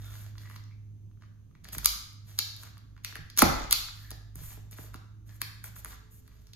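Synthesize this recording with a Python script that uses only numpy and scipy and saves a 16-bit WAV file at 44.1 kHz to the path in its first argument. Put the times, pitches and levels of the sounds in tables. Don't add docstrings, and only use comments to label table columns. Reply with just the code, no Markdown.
import sys
import numpy as np
from scipy import signal
from scipy.fft import rfft, irfft
from scipy.io import wavfile

SR = 44100
rng = np.random.default_rng(int(sys.argv[2]) if len(sys.argv) > 2 else 0)


def transcribe(u):
    v = np.clip(np.atleast_2d(u).T, -1, 1)
    q = np.round(v * 32767).astype(np.int16)
    wavfile.write(sys.argv[1], SR, q)


N = 288980
TIME = np.arange(N) / SR

# (f/Hz, width/Hz, relative level/dB)
STRAP_MODES = [(7000, 1200, -1.5), (8200, 1000, -3.5), (10100, 700, 4), (10360, 1000, -7.5),
               (12390, 2600, -1.5), (14700, 840, -8)]
KNIFE_MODES = [(2180, 400, -5.5), (2900, 510, -10), (3726, 600, -3.5), (4230, 750, -4), (4700, 200, -1.5),
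               (5440, 600, -7.5), (5800, 700, -3.5), (6950, 1300, -6)]
CARDBOARD_MODES = [(970, 100, 5), (1190, 130, 9), (1380, 130, 5), (1650, 240, 3), (1920, 330, -0.5),
                   (2240, 90, -6)]
# (t/s, tap level/dB, plastic crack level/dB, pitch of the spot f/Hz)
TAP_HITS = [(0.154, -52, -56, 1582), (0.3795, -54.5, -66, 2060), (0.4986, -48.5, -54, 1190),
            (0.559, -49.5, -65, 1190), (1.2216, -55.5, -81, 1650), (1.652, -48.5, -65, 1657),
            (1.73, -54, -61, 1285), (1.749, -42, -70, 1580), (1.786, -43, -59, 1910),
            (2.389, -37, -49, 1140), (2.6339, -48.5, -43, 1223), (3.125, -45.5, -53, 1590),
            (3.1552, -37, -41.5, 1650), (3.166, -47.5, -47, 1300), (3.4198, -22, -20.5, 1300),
            (3.7269, -37, -46, 1400), (4.785, -50, -64, 1640), (4.9428, -42, -45.5, 1400),
            (5.4162, -34.5, -61, 1720), (5.6418, -43.5, -58, 1680), (5.7634, -50.5, -54, 1354),
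            (5.847, -43, -34, 1480), (5.858, -41.5, -52.5, 1283)]
KNIFE_HZ, BOARD_HZ = 4140, 1260


def from_db(db):
    return 10 ** (np.asarray(db) / 20)


def rms_one(x):
    return x / np.sqrt(np.mean(x ** 2) + 1e-20)


def level_over(x, span_s):
    return x * np.sqrt(span_s * SR / (np.sum(x ** 2) + 1e-20))


def in_time(rows):
    s, *columns = np.transpose(rows)
    return [np.interp(TIME, s, c) for c in columns]


def at_hz(points, hz):
    known_hz, values = np.transpose(points)
    return np.interp(np.log(np.maximum(hz, 1)), np.log(known_hz), values)


def add(track, s, sound):
    start = round(s * SR)
    track[start:start + len(sound)] += sound[:N - start]


def bins(x):
    return np.fft.rfftfreq(x.shape[-1], 1 / SR)


def colour(x, spectrum):
    return rms_one(irfft(rfft(x) * from_db(at_hz(spectrum, bins(x))), N))


def drift(per_s):
    knots = rng.standard_normal(400)
    return rms_one(np.interp(TIME * per_s, np.arange(len(knots)), knots, period=len(knots)))


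def diffuse(size):
    # (f/Hz, left-right likeness from 0 to 1)
    likeness = [(50, 0.96), (130, 0.93), (250, 0.3), (500, 0), (2500, 0.069), (6500, 0), (8500, 1),
                (11000, 0.9), (14000, 1)]
    mid, side = rng.standard_normal((2, size))
    alike = np.clip(at_hz(likeness, bins(mid)), -1, 1)
    shared = np.sqrt((1 + alike) / 2) * rfft(mid)
    opposed = np.sqrt((1 - alike) / 2) * rfft(side)
    return irfft(shared + opposed * [[1], [-1]], size)


def resonate(x, resonances, bass_cut_hz=800):
    size, f = len(x), np.maximum(bins(x), 1)
    power = sum(from_db(db) ** 2 / (1 + ((f * f - hz * hz) / (f * width)) ** 2) for hz, width, db in resonances)
    radiated = power / (1 + (bass_cut_hz / f) ** 2) ** 2
    cepstrum = irfft(np.log(radiated + 1e-9), size)
    cepstrum[0] /= 2
    return irfft(rfft(x) * np.exp(rfft(cepstrum[:size // 2], size)), size)


def struck_at(part, spot_hz):
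    scatter = 0.017
    spot_db, spot_octaves = 8.5, 0.22
    struck = []
    for hz, width, db in part:
        near = np.exp(-(np.log2(hz / spot_hz) / spot_octaves) ** 2)
        struck.append((hz * (1 + scatter * rng.standard_normal()), width, db + spot_db * near))
    return struck


def noise_burst(burst_s, decay_db=-17, decay_s=0.014, lead_db=-21, rise_s=0.009, size=2048, count=2):
    lead_s = size / 4 / SR
    age = TIME[:size] - lead_s
    gate = (age >= 0) * np.exp(-(age / burst_s) ** 4)
    burst = rng.standard_normal(size) * gate
    for _ in range(count):
        burst = irfft(np.exp(1j * np.angle(rfft(burst))), size) * gate
    lead_in = rng.standard_normal(size) * (age < 0) * np.exp(-np.abs(age) / rise_s)
    to_silence = 1 - np.arange(size) / size
    decay = rng.laplace(size=size) * (age >= 0) * np.exp(-np.abs(age) / decay_s) * to_silence
    force = rms_one(burst) + from_db(lead_db) * rms_one(lead_in) + from_db(decay_db) * rms_one(decay)
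    return np.pad(force, (0, size)), lead_s


def strike(hits, part, burst_s):
    out = np.zeros(N)
    for s, db, hz in hits:
        force, lead_s = noise_burst(burst_s)
        ring = resonate(force, struck_at(part, hz))
        add(out, s - lead_s, from_db(db) * level_over(ring, span_s=0.0031))
    return out


def motor_hum(waver_db=3.0, hum_db=-3.5):
    # (t/s, f/Hz)
    hum_pitch = [
        [(0.0, 103.3), (0.13, 104.5), (3.3, 103.2)],
        [(4.0, 104.4), (5.0, 105.4), (6.4, 106.9)],
    ]
    # (t/s, relative level/dB)
    hum_swell = [
        [(0.0, -45), (0.89, -47.5), (1.48, -56), (1.57, -85), (1.74, -48.5), (1.87, -70.5), (2.18, -50),
         (3.35, -56)],
        [(3.8, -58), (3.99, -49.5), (5.72, -51), (5.87, -61.5), (6.06, -55.5), (6.43, -62), (6.45, -69),
         (6.5, -58.5)],
    ]
    # (multiple of the pitch, relative level/dB)
    orders = [(1, 4.5), (1.5, -30), (2, -31.5), (2.5, -27.5), (3, -28)]
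    hz, = in_time(np.vstack(hum_pitch))
    level_db, = in_time(np.vstack(hum_swell))
    turn = 2 * np.pi * np.cumsum(hz) / SR
    hum = 0
    for k, db in orders:
        waver = waver_db * drift(8.8) * (k != 1)
        hum = hum + from_db(db + waver) * np.sin(k * turn + rng.uniform(0, 2 * np.pi))
    return from_db(level_db + hum_db) * hum


def motor_drone(drone_hz=54.0, drone_db=-2.5, waver_db=4.5):
    # (t/s, relative level/dB)
    drone_swell = [(0, -54), (0.35, -52), (0.62, -69), (1.5, -64.5), (1.8, -46.5), (2.1, -61), (4.4, -52),
                   (5.3, -55), (6.2, -52.5), (6.55, -53)]
    level_db = in_time(drone_swell)[0] + drone_db + waver_db * drift(7.3)
    return from_db(level_db) * np.sin(2 * np.pi * drone_hz * TIME + 0.81 * drift(5.3))


def motor_whine(whine_hz=428):
    # (t/s, relative level/dB)
    whine_swell = [(5.6, -105), (5.8, -83), (6, -74.5), (6.55, -80)]
    return from_db(in_time(whine_swell)[0]) * np.sin(2 * np.pi * whine_hz * TIME)


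def background(pan_db=1.5, rumble_db=-56, air_db=-78.0):
    # (f/Hz, relative level per Hz/dB)
    rumble_colour = [(20, -7.5), (35, -9.5), (55, -4.5), (80, 0), (140, -6), (250, -14), (400, -26.5),
                     (700, -39), (1500, -55)]
    air_colour = [(400, -2), (1000, 2), (2000, -5.5), (3000, -3), (5700, -8), (6200, 5.5), (6800, -8.5),
                  (9000, -3.5), (14000, -10.5), (16000, -15.5)]
    motor = np.sqrt(2) * (motor_hum() + motor_drone() + motor_whine())
    rumble = from_db(rumble_db + drift(2.9)) * colour(diffuse(N), rumble_colour)
    air = from_db(air_db) * colour(diffuse(N), air_colour)
    return (motor + rumble) * from_db(pan_db * np.array([[-1], [1]])) + air


def room(x, first_wall_s=0.0008, build_s=0.00028):
    # (f/Hz, t/s)
    fade_times = [(100, 0.75), (400, 0.51), (1200, 0.76), (2500, 0.65), (4500, 0.62), (8000, 0.52),
                  (14000, 0.38)]
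    # (f/Hz, level/dB)
    echo_levels = [(60, -0.5), (200, -10), (600, 2), (1200, -2.5), (2500, 1.5), (4500, 1), (6500, -2.5),
                   (10000, -14.5), (13000, -6.5), (15000, -9.5), (17000, -24.5)]
    t, noise, tail = TIME[:SR], diffuse(SR), 0
    centres = np.geomspace(40, 18000, 20)
    age, spectrum = np.maximum(t - first_wall_s, 0), rfft(noise)
    for k, hz in enumerate(centres):
        band_share = np.interp(bins(noise), centres, np.arange(len(centres)) == k)
        band = irfft(spectrum * band_share, SR)
        fade = (1 - np.exp(-age / build_s)) * from_db(-60 * age / at_hz(fade_times, hz))
        tail = tail + band * fade / np.linalg.norm(fade) * from_db(at_hz(echo_levels, hz))
    return signal.fftconvolve(x[None], tail, axes=1)[:, :N]


def friction(per_s, spread_db, smooth_share, uneven_db):
    sizes = from_db(spread_db * np.minimum(rng.exponential(1, N), 5)) * rng.choice([-1, 1], N)
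    grains = rms_one(sizes * (rng.random(N) < per_s / SR))
    return (grains + smooth_share * rng.standard_normal(N)) * from_db(uneven_db * drift(55))


def stroke_gains():
    # (start t/s, length t/s, relative level of skin hissing on cardboard/dB,
    # relative level of blade and strap scraping/dB)
    strokes = [(-.07, 0.42, -57, -59), (0.34, 0.29, -60.5, -64), (1.193, 0.085, -95, -70),
               (1.632, 0.082, -67, -60), (1.718, 0.051, -44.5, -49.5), (1.827, .03, -47, -51),
               (2.23, 0.24, -61, -64), (2.552, 0.17, -57.5, -59.5), (3.035, 0.099, -57.5, -55.5),
               (3.37, 0.072, -37.5, -33), (3.432, .27, -65.5, -48), (3.916, 0.22, -62, -68.5),
               (4.333, 0.27, -48.5, -58.5), (4.708, 0.049, -53, -59.5), (4.746, 0.16, -53.5, -59.5),
               (4.929, 0.041, -60.5, -58), (5.247, 0.16, -61.5, -66), (5.632, 0.07, -49.5, -55.5),
               (5.749, 0.068, -47, -59.5), (5.845, 0.13, -53, -54), (6.089, 0.14, -60, -79.5),
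               (6.178, 0.513, -74.5, -71.5)]
    rise, fall = 0.26, .36
    hiss = scrape = 0
    for s, length_s, hiss_db, scrape_db in strokes:
        done = (TIME - s) / length_s
        ramp = np.clip(np.minimum(done / rise, (1 - done) / fall), 0, 1)
        speed = np.sin(np.pi / 2 * ramp) ** 2
        hiss = hiss + from_db(hiss_db) * speed
        scrape = scrape + from_db(scrape_db) * speed
    return hiss, scrape


def rubbing():
    # (f/Hz, relative level per Hz/dB)
    hiss_colour = [(300, -11.5), (1500, -14), (5000, -12.5), (7500, 2.5), (9500, 2), (12500, 4.5),
                   (14500, -2), (16000, -10.5)]
    scrape_colour = [(200, -1), (500, -2.5), (680, 0), (860, -5.5), (1350, -5), (1550, -2), (1820, -2.5),
                     (2700, -7), (3600, -1), (5300, -4.5), (7000, -1.5), (14000, -26)]
    hiss_gain, scrape_gain = stroke_gains()
    hiss = colour(friction(per_s=1500, spread_db=1.5, smooth_share=0.75, uneven_db=2.0), hiss_colour)
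    scrape = colour(friction(per_s=420, spread_db=3.0, smooth_share=0.3, uneven_db=2.5), scrape_colour)
    catching = friction(per_s=190, spread_db=-2.0, smooth_share=0.18, uneven_db=3.0)
    catches = rms_one(resonate(catching, CARDBOARD_MODES))
    return hiss_gain * hiss + scrape_gain * (from_db(-2.0) * scrape + from_db(-7.5) * catches)


def squeaks(width_hz=160):
    # (start t/s, length t/s, f/Hz, level before the swell/dB)
    squeak_list = [(0, 0.13, 3550, -63.5), (0, 0.21, 1380, -64), (0.41, 0.14, 1930, -63),
                   (0.702, 0.037, 2220, -67.5), (3.95, 0.27, 1738, -62.5), (5.276, 0.073, 1710, -65.5)]
    out = np.zeros(N)
    for s, length_s, hz, db in squeak_list:
        swell = np.sqrt(np.hanning(round(length_s * SR)))
        mode = [(hz, 2 * width_hz, 0)]
        tone = resonate(resonate(rng.standard_normal(len(swell)), mode), mode)
        add(out, s, from_db(db) * rms_one(tone) * swell)
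    return out


def ticks(knife_db=-12):
    # (t/s, level/dB, pitch of the spot f/Hz)
    tick_hits = [(0.354, -56.5, 1380), (0.416, -61, 1950), (0.434, -58, 1800), (0.455, -53, 1920),
                 (0.473, -56, 1800), (0.511, -51.5, 1930), (0.542, -54, 1940), (0.596, -60, 1200),
                 (0.709, -66, 2270), (1.113, -69.5, 1190), (1.172, -71, 1270), (1.236, -59.5, 1250),
                 (1.511, -67.5, 1190), (1.551, -58, 2240), (2.77, -53.5, 1170), (2.838, -67, 1140),
                 (2.965, -56.5, 1400), (2.977, -56, 1190), (3.885, -45, 1350), (6.278, -62.5, 1780),
                 (6.316, -65, 1810)]
    board = strike(tick_hits, CARDBOARD_MODES, burst_s=0.0035)
    ring = strike([(s, db + knife_db, KNIFE_HZ) for s, db, _ in tick_hits], KNIFE_MODES, burst_s=0.0039)
    return board + ring


def taps(strap_hz=10000, knife_db=-10.5):
    board = strike([(s, db, hz) for s, db, _, hz in TAP_HITS], CARDBOARD_MODES, burst_s=0.0021)
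    crack = strike([(s, db, strap_hz) for s, _, db, _ in TAP_HITS], STRAP_MODES, burst_s=0.0022)
    ring = strike([(s, db + knife_db, KNIFE_HZ) for s, db, _, _ in TAP_HITS], KNIFE_MODES, burst_s=0.002)
    return board + crack + ring


def bending_wave(contact_s, size, travel_s=0.0042, top_hz=2500):
    # (f/Hz, relative level per Hz/dB)
    bending = [(25, -13), (60, -4), (150, 2), (300, 0.5), (450, -2.5), (600, -4), (800, -1.5), (1000, -5.5),
               (1300, -1), (1600, -7), (2100, -4), (3000, -21.5), (4500, -49.5)]
    hz = np.fft.rfftfreq(size, 1 / SR)
    phase = 2 * np.pi * travel_s * (2 * np.sqrt(top_hz * hz) - hz)
    strength = from_db(at_hz(bending, hz)) / (1 + (hz * contact_s) ** 2)
    wave = irfft(strength * np.exp(-1j * phase), size)
    return rms_one(wave * (np.arange(size) < size // 2))


def box(travel_s=0.00297, scatter_db=-2.5, detune=0.014, wave_db=-2.0):
    # (t/s, level/dB, contact time t/s)
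    thumps = [(1.763, -44, 0.0094), (3.182, -45, 0.019), (3.4197, -18.5, .0001), (3.4235, -20.5, 0.0028),
              (3.432, -31, .0015), (3.447, -34.5, 0.003), (3.459, -36, 0.0035), (3.512, -43.5, 0.03),
              (3.592, -42, .03), (3.604, -43.5, 0.0008), (4.112, -52, .0006), (4.35, -44.5, 0.026),
              (4.41, -43.5, 0.043), (4.571, -55, 0.0015), (4.785, -50.5, 0.0011), (4.838, -58, 0.0014),
              (4.944, -49.5, 0.0035), (5.417, -57, 0.00012)]
    # (f/Hz, relative level/dB, time to fade by 60 dB t/s, left minus right level/dB)
    box_modes = [(27.2, -28, 0.95, -6.5), (42.4, -26.5, 0.88, 2), (56, -13.5, 0.22, -2.5),
                 (81.2, -13.5, 0.082, -2.5), (116.8, -10, 0.27, -11), (151.7, 0, 0.19, -9),
                 (200.5, -6, 0.099, -7), (266.3, -1, 0.025, -5.5), (302, 5.5, 0.028, -6.5),
                 (389, -1, 0.023, -3), (433, -1.5, 0.085, -3), (532, -3, 0.059, -3), (680, 4, 0.027, 5.5),
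                 (794, 8, 0.037, 2), (980, -2, 0.011, -2), (1292, 7.5, 0.02, -2.5),
                 (1738, -5.5, 0.021, -4.5), (2015, 3.5, 0.03, -4.5), (2450, 2, 0.0069, -3)]
    shake_db, tap_contact_s = -19.5, 0.00043
    out, t = np.zeros((2, N)), TIME[:SR // 2]
    shakes = [(s, db + shake_db, tap_contact_s) for s, db, _, _ in TAP_HITS]
    for s, blow_db, contact_s in list(thumps) + shakes:
        boom = 0
        for hz, db, t60, pan_db in box_modes:
            age = np.maximum(t - travel_s * (np.sqrt(box_modes[-1][0] / hz) - 1), 0)
            swell = 1 - np.exp(-2 * age * hz)
            soft = 1 / (1 + (hz * contact_s) ** 2)
            wave = np.sin(2 * np.pi * hz * (1 + detune * rng.standard_normal()) * age)
            mode = soft * swell * wave * from_db(db + scatter_db * rng.standard_normal() - 60 * age / t60)
            boom = boom + mode * from_db(pan_db * np.array([[1], [-1]]) / 2)
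        boom = rms_one(boom) + from_db(wave_db) * bending_wave(contact_s, size=len(t))
        for side, sound in zip(out, level_over(boom, span_s=0.059)):
            add(side, s, from_db(blow_db) * sound)
    return out


def snaps(strap_hz=10800, board_db=-18):
    # (t/s, plastic crack level/dB, knife ring level/dB, pitch of the spot on the knife f/Hz)
    snap_hits = [(0.382, -63, -48, 4100), (0.562, -58, -48.5, 4200), (0.638, -71, -58, 5400),
                 (1.644, -47.5, -49.5, 4350), (1.687, -45.5, -48.5, 3900), (1.73, -39, -50, 5140),
                 (1.782, -28, -40.5, 4330), (1.8455, -27.5, -29, 4870), (1.8573, -10.5, -19, 4500),
                 (2.13, -55.5, -65.5, 4565), (2.389, -20.5, -20.5, 4320), (2.564, -46, -51.5, 4080),
                 (2.779, -54.5, -57.5, 4460), (3.0466, -30.5, -31.5, 2240), (3.3005, -51.5, -45.5, 4750),
                 (3.3657, -49, -46, 5170), (3.3749, -24, -29, 5600), (3.3815, -29.5, -33, 5500),
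                 (3.3855, -18.5, -21.5, 5800), (3.3905, -12.5, -22, 5590), (3.397, -27.5, -30, 5200),
                 (3.402, -27.5, -31.5, 5200), (3.4155, -27.5, -31.5, 4800), (3.419, -19, -20, 4540),
                 (3.4235, -15, -30.5, 4750), (3.7097, -22.5, -27.5, 3950), (3.718, -37.5, -32, 3800),
                 (3.7233, -30.5, -21.5, 4296), (3.7264, -12, -19, 4500), (4.1053, -37.5, -46.5, 3870),
                 (4.114, -43, -44, 4700), (4.3558, -40.5, -77, 5500), (4.7111, -47.5, -68, 4600),
                 (5.4163, -25.5, -31.5, 4300), (5.6406, -36, -60, 5270), (6.277, -56, -63, 4290),
                 (6.469, -63, -58.5, 5500), (6.534, -54, -46.5, 3950)]
    crack = strike([(s, db, strap_hz) for s, db, _, _ in snap_hits], STRAP_MODES, burst_s=0.0031)
    ring = strike([(s, db, hz) for s, _, db, hz in snap_hits], KNIFE_MODES, burst_s=0.003)
    board = strike([(s, db + board_db, BOARD_HZ) for s, db, _, _ in snap_hits], CARDBOARD_MODES, burst_s=0.0059)
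    return crack + ring + board


def scene():
    work = rubbing() + squeaks() + ticks() + taps() + box() + snaps()
    return background() + room(work.mean(axis=0)) + work


def record(dry):
    # (f/Hz, phase by which left leads/radians)
    ports = [(100, 0.5), (600, 1.23), (1500, 0.4), (4000, -2), (5500, -2), (6500, -6), (8000, -2.5),
             (9300, -3), (10400, -2.5), (11500, -1.4), (13200, -0.7), (16000, 2.5)]
    # (f/Hz, level/dB)
    mic = [(7400, 0), (8200, -1), (8900, 0.5), (16000, -2)]
    cutoff_hz = 16100
    shift = np.exp(1j * at_hz(ports, bins(dry)) * np.array([[1], [-1]]) / 2)
    coloured = irfft(rfft(dry) * shift * from_db(at_hz(mic, bins(dry))), N)
    heard = np.clip(coloured, -.85, .85)
    return signal.sosfilt(signal.butter(24, cutoff_hz, fs=SR, output="sos"), heard)


dry = scene()
out = record(dry)
transcribe(out)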